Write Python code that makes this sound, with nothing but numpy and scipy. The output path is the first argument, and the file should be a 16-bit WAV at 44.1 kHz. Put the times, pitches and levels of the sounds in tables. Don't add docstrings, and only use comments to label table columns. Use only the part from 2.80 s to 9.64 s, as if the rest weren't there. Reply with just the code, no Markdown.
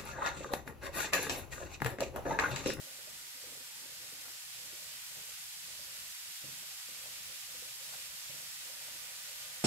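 import sys
import numpy as np
from scipy import signal
from scipy.fft import rfft, irfft, next_fast_len
from scipy.io import wavfile
from scipy.ndimage import uniform_filter1d, map_coordinates

SR = 44100
rng = np.random.default_rng(int(sys.argv[2]) if len(sys.argv) > 2 else 0)


def generate_wav(signal):
    frames = np.transpose(np.atleast_2d(signal))
    scaled = np.clip(frames, -1, 1) * 32767
    pcm = np.round(scaled).astype(np.int16)
    wavfile.write(sys.argv[1], SR, pcm)


N = 301644


def fizz():
    # time_s, level_db
    reaction = [(0.0, -51), (1.35, -50.2), (2.2, -49), (3.9, -48.5), (5.4, -48), (6.84, -48.5)]
    # freq_hz, gain_db
    left_eq = [(150, -45), (380, -43), (700, -32), (1050, -11), (1900, -6), (2650, -3), (3200, -1),
               (6300, -3), (7150, -2.5), (7750, -5.5), (10000, -6.5), (12600, -4), (14200, -7.5),
               (15700, -11)]
    # freq_hz, gain_db
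    right_eq = [(150, -38), (380, -19), (700, -9.5), (1200, -11), (2500, -1), (3500, -2), (5100, 0),
                (6600, -4.5), (7350, 0), (10000, -5.5), (11100, -2.5), (13300, -4.5), (15700, -16.5)]
    # freq_hz, likeness
    width = [(600, 0.083), (1100, 0.093), (1900, 0.11), (3200, 0.12), (5200, 0.25), (6600, 0.18),
             (9000, 0.15), (13000, 0.14), (15500, .03)]
    right_lead_s = 0.000107
    level_db = automation(reaction)
    crackle = pops(rate=20000 * amp(level_db - level_db.max()), spread_db=3.9)
    pings = amp(-13) * np.array([bubbles(rate=700, hz=8200, scatter=.3, cycles=45) for _ in range(2)])
    colour = lambda hz: amp([along(left_eq, hz), along(right_eq, hz)]) * highpass(hz, 650, order=8)
    lag = lambda hz: np.exp(1j * np.pi * hz * right_lead_s * np.array([[-1], [1]]))
    hiss = filtered(stereo(crackle + pings, width), lambda hz: colour(hz) * lag(hz))
    steady = hiss / np.sqrt(uniform_filter1d(np.mean(hiss ** 2, axis=0), SR // 2))
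    clustered = clusters(steady, depth_db=.3)
    flurries_db = .22 * wobble(22)
    return clustered * amp(level_db + 3.5 + flurries_db)


def clusters(x, depth_db):
    spectrum = signal.stft(x, nperseg=512)[2]
    across_pitch = uniform_filter1d(rng.standard_normal(spectrum.shape[1:]), size=18, axis=0)
    flares = unit(uniform_filter1d(across_pitch, size=14, axis=1))
    return signal.istft(spectrum * amp(depth_db * flares), nperseg=512)[1][:, :N]


def foam():
    # time_s, level_db
    activity = [(0, -62), (3.2, -65.5), (5.2, -63), (6.84, -59.5)]
    # pitch_hz, width_hz, gain_db
    bowl_modes = [(676, 7.9, -23), (771, 39, -3.5), (937, 40, -2.5), (1216, 27, 0), (1512, 128, -1.5),
                  (1779, 24, 1.5), (1900, 117, 0)]
    # pitch_hz, width_hz, gain_db
    crunch_modes = [(770, 290, 0), (1050, 420, -7), (1340, 270, -3)]
    # start_s, length_s, level_db
    crunches = [(1.42, .11, -59), (4.25, .04, -65), (5.11, .06, -54), (5.98, .14, -65)]
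    ring = unit(resonate(pops(rate=4000, spread_db=3), bowl_modes)) * amp(automation(activity))
    crunch = unit(resonate(pops(rate=3400, spread_db=10.5), crunch_modes))
    crunch_gain = sum(amp(db) * swell(start, length) for start, length, db in crunches)
    return filtered(ring + crunch * crunch_gain, lambda hz: highpass(hz, 580, order=8))


def stirring():
    # start_s, length_s, slosh_db, gurgle_db
    strokes = [(0.007, 0.35, -71, -69), (0.40, 0.18, -73, -78), (0.61, 0.19, -72, -70),
               (0.95, 0.14, -74, -70), (1.2, 0.29, -70.5, -68), (1.74, 0.22, -70, -72),
               (2.29, 0.1, -70, -72), (2.88, 0.24, -70.5, -74), (3.634, 0.1, -72, -77),
               (4.08, 0.38, -69.5, -78), (4.67, 0.19, -68, -74), (4.987, 0.43, -68.5, -79),
               (5.49, 0.15, -68, -73), (5.80, 0.55, -68.5, -76), (6.47, 0.32, -71, -78)]
    # freq_hz, gain_db
    churn_eq = [(20, -28), (40, -3.5), (95, -1.5), (122, -4), (134, 1.5), (160, -3), (200, -3.5),
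                (250, -18), (400, -56)]
    swirl_slosh_db, swirl_gurgle_db = -73.5, -87
    sweeps = np.array([sweep(start, length) for start, length, *_ in strokes])
    swirl = amp([[swirl_slosh_db], [swirl_gurgle_db]]) * amp(6 * np.minimum(wobble(9), 1))
    slosh_gain, gurgle_gain = amp(np.transpose(strokes)[2:]) @ sweeps + swirl
    slosh_dip, gurgle_dip, churn_dip = level_dips()
    wash = slosh() * slosh_gain * slosh_dip
    trapped_air = np.array([bubbles(rate=80, hz=322, scatter=0.25, cycles=4.5) for _ in range(2)])
    gurgle = unit(stereo(trapped_air, [(330, 0.28)])) * gurgle_gain * gurgle_dip
    churn = noise_bed(churn_eq, width=[(40, .5), (140, 0.71)]) * churn_dip * amp(-72.5)
    surge = unit(slosh_gain ** .15 * amp(1.5 * wobble(15)))
    lapping = amp(wobble(22) - 4)
    stray_blips = amp(-80) * bubbles(rate=16, hz=390, scatter=.28, cycles=4) * gurgle_dip
    surface = (wash + gurgle) * lapping + stray_blips
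    return surface * pan(right_db=3.5) + churn * surge * pan(right_db=2)


def sweep(start, length):
    push_s, drag_db_per_s, settle_t60_s = 0.016, 4.5, 0.45
    t = np.maximum(np.arange(N) / SR - start, 0)
    release_db = 60 * np.maximum(t - length, 0) / settle_t60_s
    return np.minimum(t / push_s, 1) * amp(-drag_db_per_s * t - release_db)


def slosh():
    # pitch_hz, width_hz, gain_db
    hollow_modes = [(455, 8.7, 2), (526, 56, 2.5), (583, 68, 1.5)]
    hollow = resonate(stereo(pops(rate=900, spread_db=2), [(500, 0.47)]), hollow_modes)
    full = unit(filtered(hollow, lambda hz: highpass(hz, 395, order=12)))
    thin = unit(filtered(hollow, lambda hz: highpass(hz, 480, order=12)))
    return full + (thin - full) * np.linspace(0, 1, N) ** 2


def level_dips():
    # middle_s, length_s, slosh_db, gurgle_db, churn_db
    dips = [(0.50, 0.10, -2, -10, -16), (0.88, 0.14, -2, -4, -7), (1.60, 0.11, -5, -7, -7),
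            (2.21, 0.17, -3, -6, 0), (2.56, 0.08, -20, -16, -3), (2.83, 0.08, -5, -9, 0),
            (3.355, 0.1, -16, -22, -20), (3.575, 0.11, -26, -24, -14), (4.01, 0.13, -12, -24, -7),
            (4.60, 0.10, -4, -16, -3), (4.95, 0.06, -10, 0, 0), (5.23, 0.07, -2, -12, -2),
            (5.41, 0.1, -1, -9, -9), (5.74, 0.13, -5, -22, -3), (6.41, 0.22, -3, -18, -2),
            (6.68, 0.26, -1, -9, 0)]
    return amp(sum(np.outer(dips_db, swell(middle - length / 2, length))
                   for middle, length, *dips_db in dips))


def bumps():
    # start_s, level_db, thud_trim_db, splash_trim_db, pitch_hz
    hits = [(0.271, -49, -25, 1, 620), (0.716, -44, -28, -2, 490), (0.768, -48.5, -28, -3, 450),
            (1.322, -49, -16, 0, 430), (1.926, -50, -13, -2, 420), (2.367, -48, -8, -2, 480),
            (2.988, -50, -11, -3, 585), (3.639, -47, -1, 0.5, 500), (3.682, -52, 2, -2, 470),
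            (3.83, -53, -25, -2, 600), (4.085, -52, -18, -2, 520), (4.253, -49, -30, 0, 590),
            (4.278, -57, -12, -1, 420), (5.496, -51, -5.5, -1, 540), (5.539, -51, -4, -4, 500)]
    # pitch_hz, gain_db, t60_s
    table_modes = [(109, -10, 0.11), (135, 4.5, 0.25), (155.8, -1.5, 0.6), (197, -2, 0.27),
                   (311, -1.5, 0.12), (364, -3, 0.089)]
    glug_t60_s, splash_t60_s, attack_s = 0.073, 0.097, 0.0018
    out, t = np.zeros(N + SR), np.arange(SR // 2) / SR
    soft_contact = 1 - np.exp(-t / attack_s)
    for start, db, thud_db, splash_db, hz in hits:
        thud = sum(amp(mode_db + rng.normal(0, 0.84) - 60 * t / t60) * np.sin(2 * np.pi * mode_hz * t)
                   for mode_hz, mode_db, t60 in table_modes)
        glug = amp(1.5 - 60 * t / glug_t60_s) * np.sin(2 * np.pi * hz * t)
        band = signal.butter(2, [0.55 * hz, 1.35 * hz], "band", fs=SR, output="sos")
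        splash = unit(signal.sosfilt(band, rng.standard_normal(len(t))))
        slop = glug + amp(splash_db - 60 * t / splash_t60_s) * splash
        hit = soft_contact * (amp(-8) * slop + amp(thud_db - 9) * thud)
        out[round(start * SR):][:len(t)] += amp(db) * hit
    return kitchen_reverb(out[:N], wet_db=-7) * pan(right_db=1.5)


def plops():
    # start_s, level_db, pitch_hz
    notes = [(0.069, -52.5, 530), (0.184, -59, 550), (0.637, -49.5, 490), (0.676, -56, 470),
             (0.752, -55, 530), (0.808, -58, 510), (1.04, -60, 255), (1.79, -61, 490), (4.745, -56, 490),
             (4.822, -52.5, 480), (5.012, -57, 530)]
    attack_s, t60_s, rise_per_s = .0015, .085, 2.5
    out, t = np.zeros(N + SR), np.arange(SR // 4) / SR
    envelope = (1 - np.exp(-t / attack_s)) * amp(-60 * t / t60_s)
    for start, db, hz in notes:
        chirp = np.sin(2 * np.pi * hz * t * (1 + rise_per_s * t / 2))
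        out[round(start * SR):][:len(t)] += amp(db) * envelope * chirp
    return kitchen_reverb(out[:N], wet_db=-10) * pan(right_db=2.5)


def squeak():
    start_s, length_s, pitch_hz = 0.90, 0.17, 865
    phase = 2 * np.pi * np.cumsum(pitch_hz * (1 + .025 * wobble(250))) / SR
    envelope = np.minimum(3 * swell(start_s, length_s), 1)
    return amp(-69 + 1.5 * wobble(60)) * envelope * np.sin(phase)


def kitchen_reverb(x, wet_db):
    # freq_hz, t60_s
    decay = [(200, 0.15), (2000, 0.53), (12000, 0.062)]
    hz, t, noise = signal.stft(rng.standard_normal((2, SR // 2)), SR, nperseg=256)
    tail = signal.istft(noise * amp(-60 * t / along(decay, hz)[:, None]), SR, nperseg=256)[1]
    wet = signal.fftconvolve(np.atleast_2d(x), tail / np.linalg.norm(tail[0]), axes=1)
    return x + amp(wet_db) * wet[:, :N]


def room_tone():
    # freq_hz, gain_db
    room_eq = [(15, -23), (40, -11), (130, 1), (250, -29), (1000, -34), (8000, -51)]
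    return amp(-81.5) * noise_bed(room_eq, width=[(100, 0.17)])


def pops(rate, spread_db):
    bursts = rng.random((2, N)) < rate / SR
    sizes = amp(spread_db * np.clip(rng.standard_normal((2, N)), -3, 3))
    return unit(bursts * sizes * np.sign(rng.standard_normal((2, N))))


def bubbles(rate, hz, scatter, cycles):
    t = np.arange(int(SR * 6 * cycles / hz)) / SR
    draws = rng.standard_normal((int(rate * N / SR), 2))
    pitch = hz * np.exp(scatter * np.clip(draws[:, :1], -2, 2))
    age = pitch * t / cycles
    envelopes = amp(3 * draws[:, 1:]) * (1 - np.exp(-8 * age)) * np.exp(-age)
    rings = envelopes * np.sin(2 * np.pi * pitch * t * (1 + .02 * age))
    starts = rng.integers(0, N, (len(draws), 1))
    return unit(np.bincount((starts + np.arange(len(t))).ravel(), rings.ravel(), N)[:N])


def noise_bed(eq, width):
    noise = stereo(rng.standard_normal((2, N)), width)
    return unit(filtered(noise, lambda hz: amp(along(eq, hz))))


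def stereo(pair, width):
    angle = lambda hz: np.arccos(np.clip(along(width, hz), -1, 1)) / 2
    mid, side = filtered(pair, lambda hz: np.array([np.cos(angle(hz)), np.sin(angle(hz))]))
    return np.array([mid + side, mid - side])


def pan(right_db):
    return amp([[-right_db / 2], [right_db / 2]])


def resonate(x, modes):
    band = lambda hz, pitch, width: 2j * hz * width / (pitch ** 2 - hz ** 2 + 2j * hz * width)
    return filtered(x, lambda hz: sum(amp(db) * band(hz, pitch, width) ** 2 for pitch, width, db in modes))


def filtered(x, response):
    size = next_fast_len(N + SR // 2)
    return irfft(rfft(x, size) * response(np.fft.rfftfreq(size, 1 / SR)), size)[..., :N]


def highpass(hz, edge_hz, order):
    return np.sqrt(1 - 1 / (1 + (hz / edge_hz) ** (2 * order)))


def along(points, hz):
    freqs, values = np.transpose(points)
    return np.interp(np.log(hz + 1), np.log(freqs + 1), values)


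def automation(points):
    return np.interp(np.arange(N) / SR, *np.transpose(points))


def wobble(rate):
    return map_coordinates(rng.standard_normal(int(N * rate / SR) + 4), [np.arange(N) * rate / SR])


def swell(start, length):
    return np.sin(np.pi * np.clip((np.arange(N) / SR - start) / length, 0, 1))


def amp(db):
    return 10 ** (np.asarray(db) / 20)


def unit(x):
    return x / np.sqrt(np.mean(x ** 2) + 1e-20)


def scene():
    return fizz() + foam() + stirring() + bumps() + plops() + squeak() + room_tone()


def record(dry):
    top_hz = 15740
    return filtered(dry, lambda hz: hz < top_hz)


dry = scene()
out = record(dry)
generate_wav(out)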